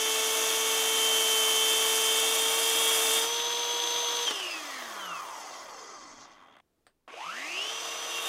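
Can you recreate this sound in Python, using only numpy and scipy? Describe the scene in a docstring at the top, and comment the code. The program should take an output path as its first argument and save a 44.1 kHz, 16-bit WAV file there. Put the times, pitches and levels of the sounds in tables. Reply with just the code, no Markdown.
"""A cordless circular saw on a rail finishes a cut in plywood on a tailgate, near at hand, over breeze rumble.
It breaks out of the wood and runs free, its guard fluttering; the brake whines it down to a crawl.
From the far end of the sheet, over a quiet street, the trigger clicks and the saw spins up and bites again.
Sines locked to the shaft make the shaft, gear and fan tones; filtered noise throbbing with the
shaft and blade rings the housing, gearbox and blade, with a hiss of chips and air on top."""
import sys
import numpy as np
from scipy import signal
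from scipy.fft import rfft, irfft
from scipy.io import wavfile
from scipy.ndimage import uniform_filter1d

SR = 44100
rng = np.random.default_rng(int(sys.argv[2]) if len(sys.argv) > 2 else 0)


def put_to_file(sound):
    """Save the sound as 16-bit audio at rate SR, in the file named by the first command-line argument."""
    columns = np.atleast_2d(sound).T  # one column per channel
    safe = np.clip(columns, -1, 1)
    whole_steps = np.round(safe * 32767)
    wavfile.write(sys.argv[1], SR, whole_steps.astype(np.int16))


N = 365148
T = np.arange(N) / SR  # t/s
FREE_HZ, SAG_HZ = 476, 30  # shaft speed running free; drop below it that counts as full load
BLADE_RATIO = 7 / 46  # blade turns per shaft turn

# cut and free run: [t/s, shaft f/Hz, bite (1 = full), main mesh swell level/dB, upper partners' swell level/dB]
NEAR_RUN = [(0.0, 441, 0.81, 0, 2.5), (0.39, 444, 0.87, -8, 1.5), (0.8, 444.6, 0.9, 0.5, 2),
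            (1.1, 444.8, 1, 5.5, -7.5), (1.45, 440.8, 1.02, 4.5, -1.5), (1.72, 442.7, 0.97, 5, 8),
            (1.88, 443.7, 1.05, -1, -2), (2.11, 443.5, 0.98, 5, 6), (2.31, 447.5, 1, -7, 8),
            (2.45, 450, 0.99, 1.5, 5), (2.64, 452.8, 0.98, 0.5, 5.5), (2.9, 451.2, 1.16, -5.5, 7),
            (3.08, 446.4, 1.14, -9.5, 5.5), (3.18, 450.2, 1.04, -4.5, 10.5), (3.3, 466.2, 0.34, 3.5, 2),
            (3.42, 472, 0.022, 5.5, 17.5), (3.7, 476, .01, 9, -1), (4.255, 475.8, 0.012, 7, -5)]
# spin-up and second bite: [t/s, shaft f/Hz, bite (1 = full)]
FAR_RUN = [(7.078, 30.33, 0.0067), (7.128, 59.06, 0.011), (7.278, 172.5, .01), (7.386, 251.4, .01),
           (7.508, 337.5, 0.011), (7.63, 419.8, 0.0097), (7.71, 450.4, .02), (7.8, 458.3, 0.066),
           (8.094, 463, 0.2), (8.28, 455.7, 0.55)]
# level law of each layer before its trims:
# [free-speed level/dB, dB added by full bite, dB lost per halving of speed, dB lost per halving squared]
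NEAR_LAWS = dict(shaft=(-40.5, 2.5, -4, 0), mesh=(-40.5, 6.5, 4.5, 3.5), fan=(-44.5, 2, -4.5, 2),
             housing=(-45.5, 5, 13, 1.5), gearbox=(-41.5, 7.5, 23.5, 1.5), blade=(-41.5, 2.5, -3, -1.5),
             hiss=(-49, 16.5, -4.5, -1.5))
FAR_LAWS = dict(shaft=(-52.5, 5, 0, 8.5), mesh=(-44.5, 18, -4, 2.5), fan=(-45.5, -15, 21, 0),
            housing=(-47.5, 6, 5, -1), gearbox=(-45, 4, 0.5, 0.84), blade=(-44, -3, 5.5, 0.2),
            hiss=(-53.5, 21.5, 8.5, -0.5))
# tones of each family as multiples of the shaft speed: [multiple]
SHAFT_ORDERS = (1, 2, 3, 4, 2 * BLADE_RATIO, 4 * BLADE_RATIO)
MESH_ORDERS = (7, 5, 6, 8, 14, 15, 7 + BLADE_RATIO, 7 + 2 * BLADE_RATIO, 7 + 4 * BLADE_RATIO, 7 + 8 *
               BLADE_RATIO)
FAN_ORDERS = (13, 26)
# balance within each family, one row per multiple: [free level/dB, loaded level/dB]
SHAFT_BALANCE = [(-1, 1), (0, -6.5), (-17, -11), (-14.5, -11), (-50, -31.5), (-32, -18)]
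NEAR_MESH_BALANCE = [(-6, 0.5), (-19, -9), (-10, -7.5), (-20, -8), (-42.5, -8), (-37.5, -9), (-32.5, -24.5),
                     (-17.5, -11), (-5, -13), (-3, -26.5)]
FAR_MESH_BALANCE = [(-13, 0), (-26, -14), (-12, -7), (-12, -1), (-33, -1), (-37.5, 1), (-10, -6), (-10, -6),
                    (-10, -7), (-15, -22)]
FAN_BALANCE = [(8, -0.5), (-10, -14)]


def motor(run, laws, mesh_balance, treble_db, wobble_db, smear_db):
    """Shaft, gear mesh, fan and blade wobble under power; load shows as sag below free speed."""
    (hz, bite, *swells), gate = read(run)
    main_db, upper_db = swells or (0, 0)
    turns = np.cumsum(hz) / SR
    load = np.clip((FREE_HZ - hz) / SAG_HZ, 0, 1)
    shaft_db = law(laws["shaft"], hz, bite) + passing("shaft", hz)
    mesh_db = law(laws["mesh"], hz, bite)
    fan_db = law(laws["fan"], hz, bite)

    wobble = undb(shaft_db + wobble_db) * np.sin(2 * np.pi * BLADE_RATIO * turns)
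    shaft = undb(shaft_db) * family(SHAFT_ORDERS, SHAFT_BALANCE, turns, load, 0, wander_db=0.1)
    mesh = family(MESH_ORDERS, mesh_balance, turns, load, treble_db, wander_db=1.0, rate=27,
                  main_db=main_db, upper_db=upper_db, lit_hz=None if swells else hz)
    smear = undb(smear_db) * load * blur(turns, 7.0, 2.2)  # uneven teeth smear the mesh
    fan = undb(fan_db) * family(FAN_ORDERS, FAN_BALANCE, turns, load, treble_db, wander_db=1.5)
    return gate * (wobble + shaft + undb(mesh_db) * (mesh + smear) + fan)


# how well the casing radiates a passing tone: [f/Hz, level/dB]
CASING = [(200, -28), (400, -11), (750, -9), (1000, 0), (1280, 1), (1550, -14), (1900, -1), (2250, -22),
          (2600, 4), (3150, 2), (3350, -13), (3700, -4), (4100, -4), (4400, -20), (12000, -30)]
# one mesh partner crosses a gearbox mode: [t/s, width/s, level/dB]
PARTNER_RING = (2.87, 0.13, 8)


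def family(orders, balance, turns, load, treble_db, wander_db=2.5, rate=25, lit_hz=None,
           main_db=0, upper_db=0):
    """Tones locked to the shaft; each wavers by itself and the balance shifts with load."""
    ring_s, ring_width_s, ring_db = PARTNER_RING
    if lit_hz is None:
        jitter, jitter_rate = 0.1, rate
    else:
        jitter, jitter_rate = 0.9, 80
    tones = 0
    for m, (free_db, loaded_db) in zip(orders, balance):
        ringing_partner = 7.2 < m < 7.4
        db = free_db + (loaded_db - free_db) * load + treble_db * (m > 13) + wander_db * walk(rate)
        db = db + main_db * (m == 7) + upper_db * (m == 8 or ringing_partner)
        db = db + ringing_partner * ring_db * np.exp(-((T - ring_s) / ring_width_s) ** 2)
        if lit_hz is not None:  # a sweeping tone lights up on the casing resonances and breaks up
            db = db + 0.8 * along(CASING, m * lit_hz) + 3.5 * walk(30)
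        phase = 2 * np.pi * (m * turns + rng.random()) + jitter * walk(jitter_rate)
        tones = tones + np.sqrt(2) * undb(db) * np.sin(phase)
    return tones


# shaft speed under the brake, falling geometrically between points: [t/s, shaft f/Hz]
COAST_RUN = [(4.255, 475), (4.29, 446), (4.35, 402), (4.51, 340), (4.8, 251), (5.02, 195), (5.22, 151),
             (5.59, 87.8), (6.02, 46), (6.3, 29), (6.607, 15)]


def coasting():
    """Shaft speed under the brake, and its gate."""
    (log_hz,), gate = read([(s, np.log(hz)) for s, hz in COAST_RUN])
    return np.exp(log_hz), gate


# level laws under the brake, before trims, with those of the pole whine and the swish first:
# [free-speed level/dB, dB added by full bite, dB lost per halving of speed, dB lost per halving squared]
POLE_LAW = (-41, 0, 1.5, 1.1)
SWISH_LAW = (-52, 0, .1, .35)
COAST_LAWS = dict(shaft=(-43, 0, 10, 3), pole=POLE_LAW, swish=SWISH_LAW, housing=(-48.5, 0, -1.5, 1.0),
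              gearbox=(-44, 0, 8.5, -0.63), blade=(-45.5, 0, 1.5, 1.55), hiss=(-48, 0, 9, 0))
# tones of the braked motor: [multiple of shaft f, level/dB re pole whine, dB gained per halving, up to three]
POLES = [(2, -2, -6), (4, -10, 2), (5, -8, 2), (6, -7, 1), (7, -2, 3.5), (8, 4, -2.5), (12, -35, 14),
         (16, -1, 0), (20, -11, 0), (24, -47, 17), (28, -19, 1), (40, -16, 0)]
# noise bands sweeping with the shaft: [multiple of shaft f, width in multiples, level/dB]
SWISH = [(14.75, .9, 0), (46.7, 2.5, -10), (62.5, 3, -6), (80, 5, -10), (96, 5, -12), (55, 50, -2),
         (160, 110, -8), (108, 40, -7)]
# how the blade passes a swish on: [f/Hz, level/dB]
BLADE_LIT = [(2500, -22), (4200, -5), (5200, 8), (6500, 1), (8000, -7), (15500, -2)]
COAST_MESH_DB, COAST_FAN_DB = 10, -43  # loose gear teeth re pole whine; fan family at free speed


def brake():
    """The shorted motor cogs past its poles; each falling tone lights up on the casing resonances."""
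    hz, gate = coasting()
    shaft_db, pole_db, swish_db = (law(COAST_LAWS[k], hz, 0) for k in ("shaft", "pole", "swish"))
    turns = np.cumsum(hz) / SR
    halvings = np.log2(FREE_HZ / hz)

    def lit(multiple):
        """Pole-whine level as the casing radiates it at a multiple of the shaft speed."""
        return undb(pole_db + along(CASING, multiple * hz))

    # the small casing cannot radiate the slowest turns
    radiated = np.clip(hz / 90 - 1, 0, 1)
    tones = radiated * undb(shaft_db + passing("shaft", hz)) * np.sin(2 * np.pi * turns)
    for m, db, gain_db in POLES:
        broken = undb(db + gain_db * np.minimum(halvings, 3) + 3 * walk(18))
        roughness = (.5 + .25 * halvings) * walk(90)
        tones += lit(m) * broken * np.sin(2 * np.pi * m * turns + roughness)
    # the teeth chatter more loosely as the speed drops
    tones += undb(COAST_MESH_DB) * (1 - hz / 520) * lit(7.46) * blur(turns, 7.6, 2.2)
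    # fan noise dies steeply with speed
    fan = family(FAN_ORDERS, FAN_BALANCE, turns, 0, 0, wander_db=3)
    tones += undb(COAST_FAN_DB) * (hz / FREE_HZ) ** 8 * fan

    swish = 0
    for m, width, db in SWISH:
        band_db = swish_db + db + 3.8 * walk(40) + along(BLADE_LIT, m * hz)
        audible = m * hz < .4 * SR
        swish = swish + undb(band_db) * audible * blur(turns, m, width)
    swish = gate * swish
    modes = [mode[:3] for mode in GEARBOX_MODES + BLADE_MODES + HISS_MODES]
    ringing = colour(swish, [(100, 0), (20000, 0)], modes)
    return gate * (tones + ringing * np.std(swish))


# relative noise spectrum of each part: [f/Hz, level/dB per Hz]
HOUSING = [(40, -45), (203, -24.5), (268, -18), (393, -10), (443, -10), (500, -9.5), (637, -3.5),
           (812, -3.5), (885, -7.5), (965, -6), (1110, -5), (2500, -15), (3250, -57.5)]
GEARBOX = [(1350, -18), (2300, -9), (2520, -11), (2660, -5.5), (3240, -0.5), (3670, -5), (3940, -10),
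           (4300, -11.5), (5590, -33), (9460, -120)]
GEARBOX_FAR = [(1500, -36), (2100, -1.5), (2790, 3), (3300, -2.5), (3700, -6), (4300, -18), (5600, -36)]  # heard from the far end
BLADE = [(2350, -39.5), (4000, 0), (5110, 5.5), (5510, 0), (6120, 2.5), (6540, -2.5), (7460, -6.5),
         (7860, -9), (8300, -1.5), (10800, -56.5)]
HISS = [(4470, -18), (7600, 1), (8260, -4), (9700, 0), (10900, -3), (11400, -4.5), (14700, -6),
        (15300, -16), (15900, -26.5)]
# housing resonances, at speed and at a crawl: [f/Hz, width/Hz, level/dB above the spectrum]
HOUSING_MODES = [(181, 15, 7), (332.4, 26, 10), (643, 17, 7), (1116, 47, 8), (1252, 91, 4.5),
                 (2070, 46, -6.5)]
HOUSING_CRAWL_MODES = [(332, 29, 8), (1134, 290, 9), (2025, 97, 9.7)]
# resonances of the other parts: [f/Hz, width/Hz, level/dB above the spectrum, dB gained late in the cut]
GEARBOX_MODES = [(2780, 60, 4, 0), (3160, 40, 6, 1), (3330, 50, 5, 2), (3600, 50, 6, 1)]
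BLADE_MODES = [(4400, 30, 5, 3), (4570, 30, 5, 0), (4980, 25, 4, 9), (5330, 50, 5, 0), (5760, 40, 7, -2),
               (6200, 50, 11, -5), (6700, 220, 8, 0), (7230, 30, 7, -3), (7870, 40, 7, 8)]
HISS_MODES = [(8714, 30, 6, 8), (9010, 30, 3, 8), (9400, 40, 6, 2), (9960, 40, 7, 2), (10280, 25, 7, -3),
              (10600, 60, 5, 3), (10900, 40, 9, -1), (11600, 35, 7, -3), (12280, 35, 6, 3),
              (14700, 50, 6, 0)]
JOLT_S, JOLT_RISE_S, JOLT_FALL_S, JOLT_DB = 4.258, .015, .05, 7  # the casing is shaken as the brake grips
COGS_PER_TURN, COG_FROM_HZ, COG_DB = 4, 60, 3  # crawling rotor catches on its poles; dB of throb per halving


def body():
    """Impacts ring the housing, gearbox and blade; chips and air hiss on top."""
    (near_hz, near_bite, *_), near = read(NEAR_RUN)
    (far_hz, far_bite), far = read(FAR_RUN)
    coast_hz, coast = coasting()
    turns = np.cumsum(near * near_hz + coast * coast_hz + far * far_hz) / SR
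    halvings = coast * np.log2(FREE_HZ / coast_hz)

    jolt_rise = np.clip((T - JOLT_S) / JOLT_RISE_S, 0, 1)
    jolt_fall = np.exp(-np.maximum(T - JOLT_S - JOLT_RISE_S, 0) / JOLT_FALL_S)
    jolt_db = JOLT_DB * jolt_rise * jolt_fall
    gain = {}
    for k in ("housing", "gearbox", "blade", "hiss"):
        coast_db = law(COAST_LAWS[k], coast_hz, 0) + passing(k, coast_hz) + jolt_db * (k != "hiss")
        gain[k] = (near * undb(law(NEAR_LAWS[k], near_hz, near_bite))
                   + far * undb(law(FAR_LAWS[k], far_hz, far_bite))
                   + coast * undb(coast_db))

    teeth = grit(turns, 0.082, 0.071, tick_db=2.0, grain_db=0.83)
    chips = grit(turns, 0.12, 0.024, tick_db=-13.5, grain_db=1.3)
    crawl = np.clip(0.49 * halvings, 0, 1)
    at_speed = colour(teeth, HOUSING, HOUSING_MODES)
    at_crawl = colour(teeth, HOUSING, HOUSING_CRAWL_MODES)
    housing = undb(4.5) * ((1 - crawl) * at_speed + crawl * at_crawl)
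    gearbox = undb(2.5) * part(teeth, GEARBOX, GEARBOX_MODES, halvings, near_bite)
    rising = far * np.clip((FREE_HZ - far_hz) / 150, 0, 1)
    # the lower gearbox ring leads while the speed climbs
    gearbox += rising * (undb(1.5) * colour(teeth, GEARBOX_FAR) - gearbox)
    blade = part(chips, BLADE, BLADE_MODES, halvings, near_bite)
    hiss = part(chips, HISS, HISS_MODES, halvings, near_bite)

    cog_depth_db = COG_DB * np.maximum(np.log2(COG_FROM_HZ / coast_hz), 0)
    cog_db = coast * cog_depth_db * np.cos(2 * np.pi * COGS_PER_TURN * turns + 1.05 * walk(26))
    upper = gain["gearbox"] * gearbox + gain["blade"] * blade + gain["hiss"] * hiss
    return gain["housing"] * housing * undb(cog_db / 2) + upper * undb(cog_db)


def grit(turns, shaft_depth, blade_depth, tick_db, grain_db):
    """Tooth and chip impacts: noise that throbs with each shaft and blade turn, with loose ticks."""
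    blade = BLADE_RATIO * turns
    pattern = sum(np.cos(2 * np.pi * (k * blade + rng.random())) for k in range(1, 5))
    throb = (1 + shaft_depth * np.cos(2 * np.pi * turns)) * (1 + blade_depth * pattern)
    # a loose guard taps some thirty times a second, a little unevenly
    taps = np.diff(np.cumsum(30 * (1 + .35 * walk(40))) // SR, prepend=0) > 0
    ticks = np.convolve(taps, np.exp(-np.arange(200) / 19.0))[:N]
    grain = rng.standard_normal(N) * undb(grain_db * walk(270))
    return grain * throb * (1 + undb(tick_db) * ticks)


LATE_FROM_S, LATE_FULL_S = 1.4, 2.35  # the sheet lets go of the blade toward the end of the cut
FREE_RING_DB, RING_PER_HALVING, FLUTTER_DB = 8, .35, .6  # slowing parts ring more freely and flutter


def part(x, points, modes, halvings, bite):
    """A part rung by impacts; modes trade places along the cut, stand out and flutter under the brake."""
    share = np.clip(RING_PER_HALVING * halvings, 0, 1)
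    progress = (T - LATE_FROM_S) / (LATE_FULL_S - LATE_FROM_S) + 0.38 * walk(1.2)
    late = np.clip(progress, 0, 1) * np.clip(bite, 0, 1)

    def rung(late_share, extra_db):
        """The part with a share of the late mode gains and all modes raised."""
        humps = [(hz, width, db + late_share * gained + extra_db) for hz, width, db, gained in modes]
        return colour(x, points, humps)

    cutting = (1 - late) * rung(0, 0) + late * rung(1, 0)
    flutter = undb(FLUTTER_DB * halvings * walk(45))
    return ((1 - share) * cutting + share * rung(0, FREE_RING_DB)) * flutter


def guard():
    """Running free, the blade guard flutters against the housing in quick, fairly even taps."""
    (hz, *_), gate = read(NEAR_RUN)
    free = gate * np.clip((hz - 460) / 10, 0, 1)
    taps_per_s = 53 * (1 + .12 * walk(30))
    taps = np.diff(np.cumsum(taps_per_s) // SR, prepend=0) * undb(2.2 * walk(60))
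    burst = np.convolve(taps, np.exp(-np.arange(400) / 150.))[:N]
    ring = colour(rng.standard_normal(N), [(2600, -14), (3480, 5), (3950, -10), (4380, 0), (4800, -20)])
    return undb(-29.5) * free * burst * ring


CHOPPER_HZ, CHOPPER_END_S, CHOPPER_DB = 10000, 7.5, -67  # carrier, end of whistles, peak of each whistle


def chopper():
    """Thin switching whistles that fan out from the carrier while the motor starts."""
    (hz, *_), gate = read(FAR_RUN)
    turns = np.cumsum(hz) / SR
    fade = gate * np.clip((CHOPPER_END_S - T) / .05, 0, 1) * np.clip(hz / 200, 0, 1)
    whistles = sum(np.sin(2 * np.pi * (CHOPPER_HZ * T + m * turns)) for m in (4, 8))
    return undb(CHOPPER_DB) * fade * whistles


# knocks of trigger, gear backlash and the last teeth, before the low cut:
# [t/s, crack level/dB, treble level/dB re crack, tail level/dB re crack, tail t60/s]
KNOCKS = [(4.308, -24, -8, -6, 0.07), (6.567, -50, -22, -4, 0.05), (6.587, -57, -15, -6, 0.03),
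          (6.600, -51, -15, -5, 0.02), (6.867, -51.5, -4.5, -7, 0.12), (7.079, -52, -12, -6, 0.08)]
# relative spectrum of the knocks below the treble: [f/Hz, level/dB per Hz]
KNOCK_LOW = [(250, 5.5), (500, 9), (1100, 4.5), (1700, 10), (2500, -5), (3400, -8.5), (4200, -20)]
# gears cross their play as the torque reverses: [t/s, rise/s, level/dB]
BACKLASH = (4.258, .03, -24)


def knocks():
    """Short cracks through housing and blade with a faint tail, and one ring of the gearbox."""
    low, high = rng.standard_normal((2, N))
    shapes = np.zeros((2, N))
    for s, db, treble_db, tail_db, t60 in KNOCKS:
        age = np.maximum(T - s, 0)
        tail = undb(tail_db) * np.exp(-np.log(1000) * age / max(t60, .005))
        shapes += undb([[db], [db + treble_db]]) * (T >= s) * (np.exp(-age / 0.00109) + tail)
    low = colour(low, KNOCK_LOW) * shapes[0]
    treble = [(2500, 7.5), (4800, 7.5), (6500, -12), (8500, 9), (12000, -25), (15500, -1)]
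    high = colour(high, treble) * shapes[1]
    low_cut = signal.butter(4, 300, "high", fs=SR, output="sos")
    cracks = signal.sosfilt(low_cut, low + high)

    s, rise_s, db = BACKLASH
    swell = np.clip((T - s) / rise_s, 0, 1) * np.exp(-np.maximum(T - s - rise_s, 0) / 0.0056)
    turns = np.cumsum(coasting()[0]) / SR
    mesh_tone = np.sin(2 * np.pi * MESH_ORDERS[0] * turns)
    return cracks + undb(db) * swell * mesh_tone * (1 + 0.42 * walk(200))


# relative spectra of the breeze at the tailgate and the street at the far end: [f/Hz, level/dB per Hz]
YARD_NEAR = [(12, -41), (20, -0.5), (65, -37.5), (102, -7.5), (145, -19.5), (172, -13), (300, 1.5),
             (390, -34.5), (660, -120)]
YARD_FAR = [(12, -25.5), (20, -4.5), (32, -18), (68, -17.5), (113, -18), (421, -17.5), (572, -24.5),
            (639, -23.5), (1750, -33.5), (3060, -36), (15900, -41.5)]
YARD_NEAR_DB, YARD_FAR_DB = -67.5, -76.5  # centre of each wandering level
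NEAR_END_S = 6.607


def yard():
    """Breeze rumble at the tailgate, heard until the scene moves to the far end of the sheet, over the quiet
    street noise throughout."""
    breeze = undb(YARD_NEAR_DB + 4.0 * walk(4)) * colour(rng.standard_normal(N), YARD_NEAR)
    street = undb(YARD_FAR_DB + 1.0 * walk(11)) * colour(rng.standard_normal(N), YARD_FAR)
    return (T < NEAR_END_S) * breeze + street


# each part rings up as the speed passes its resonance: [shaft f/Hz, width/octaves, level/dB]
RING_UP = dict(shaft=(173.4, .12, 9.3), gearbox=(260, 0.52, 1.6), blade=(42, 1, 14.5), hiss=(92, 0.8, 4.1),
           housing=(203, 0.14, 1.9))


def passing(name, hz):
    """Extra dB while the speed crosses the resonance of a part."""
    centre_hz, octaves, db = RING_UP[name]
    return db * np.exp(-(np.log2(hz / centre_hz) / octaves) ** 2)


def law(row, hz, bite):
    """Level in dB of a layer at a shaft speed and a depth of bite."""
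    free_db, bite_db, slope_db, bend_db = row
    halvings = np.log2(FREE_HZ / hz)
    return free_db + bite_db * bite - slope_db * halvings - bend_db * halvings ** 2


def blur(turns, multiple, width):
    """A blurred line: noise read at shaft speed rides on the tone; rms near 1."""
    knots = rng.standard_normal((2, 4096))
    a, b = (np.interp(width * turns % 4095, np.arange(4096), k) for k in knots)
    angle = 2 * np.pi * multiple * turns
    return 0.97 * (a * np.cos(angle) + b * np.sin(angle))


def colour(x, points, modes=()):
    """Shape by (f/Hz, level/dB) points, at -90 dB outside them, with resonant humps on top; rms 1."""
    hz = np.arange(N // 2 + 1) * SR / N + 1  # 1 Hz up, so the log stays finite
    p = np.transpose(points)
    gain = undb(np.interp(np.log(hz), np.log(p[0]), p[1], -90, -90))
    for centre_hz, width, db in modes:
        gain = gain * (1 + (undb(db) - 1) / (1 + (2 * (hz - centre_hz) / width) ** 2))
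    return unit(irfft(rfft(x) * gain, N))


def along(table, hz):
    """A (f/Hz, level/dB) table read at a moving frequency."""
    p = np.transpose(table)
    return np.interp(np.log(hz), np.log(p[0]), p[1])


def read(table):
    """Columns of a curve at every sample, and a gate that is open over its span."""
    s, *columns = np.transpose(table)
    inside = 1. * ((T >= s[0]) & (T <= s[-1]))
    gate = uniform_filter1d(inside, size=90, mode="nearest")
    return [np.interp(T, s, c) for c in columns], gate


def walk(rate):
    """Random levels held 1 / rate s and slewed twice."""
    k = int(SR / rate)
    steps = np.repeat(rng.standard_normal(N // k + 1), k)
    return 1.02 * uniform_filter1d(uniform_filter1d(steps, k), k)[:N]


def undb(db):
    """Decibels to amplitude ratio."""
    return np.exp(np.asarray(db) * np.log(10) / 20)


def unit(x):
    """Scale to rms 1."""
    return x / np.sqrt(np.mean(x ** 2))


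def scene():
    """The saw near and far, its brake and rattles, over the yard; the same in both channels."""
    near = motor(NEAR_RUN, NEAR_LAWS, NEAR_MESH_BALANCE, treble_db=2.0, wobble_db=-56.0, smear_db=-9.5)
    far = motor(FAR_RUN, FAR_LAWS, FAR_MESH_BALANCE, treble_db=-12, wobble_db=-22, smear_db=-.5)
    mono = near + far + brake() + body() + chopper() + guard() + knocks() + yard()
    return np.array([mono, mono])


CEILING, TOP_HZ = .24, 15750  # soft limit in full-scale amplitude; edge of the steep treble cut


def record(dry):
    """Soft limiting rounds the loudest peaks, then a steep low-pass cuts the top."""
    rounded = CEILING * np.tanh(dry / CEILING)
    top_cut = signal.ellip(10, .2, 80, TOP_HZ, fs=SR, output="sos")
    return signal.sosfilt(top_cut, rounded)


dry = scene()
out = record(dry)
put_to_file(out)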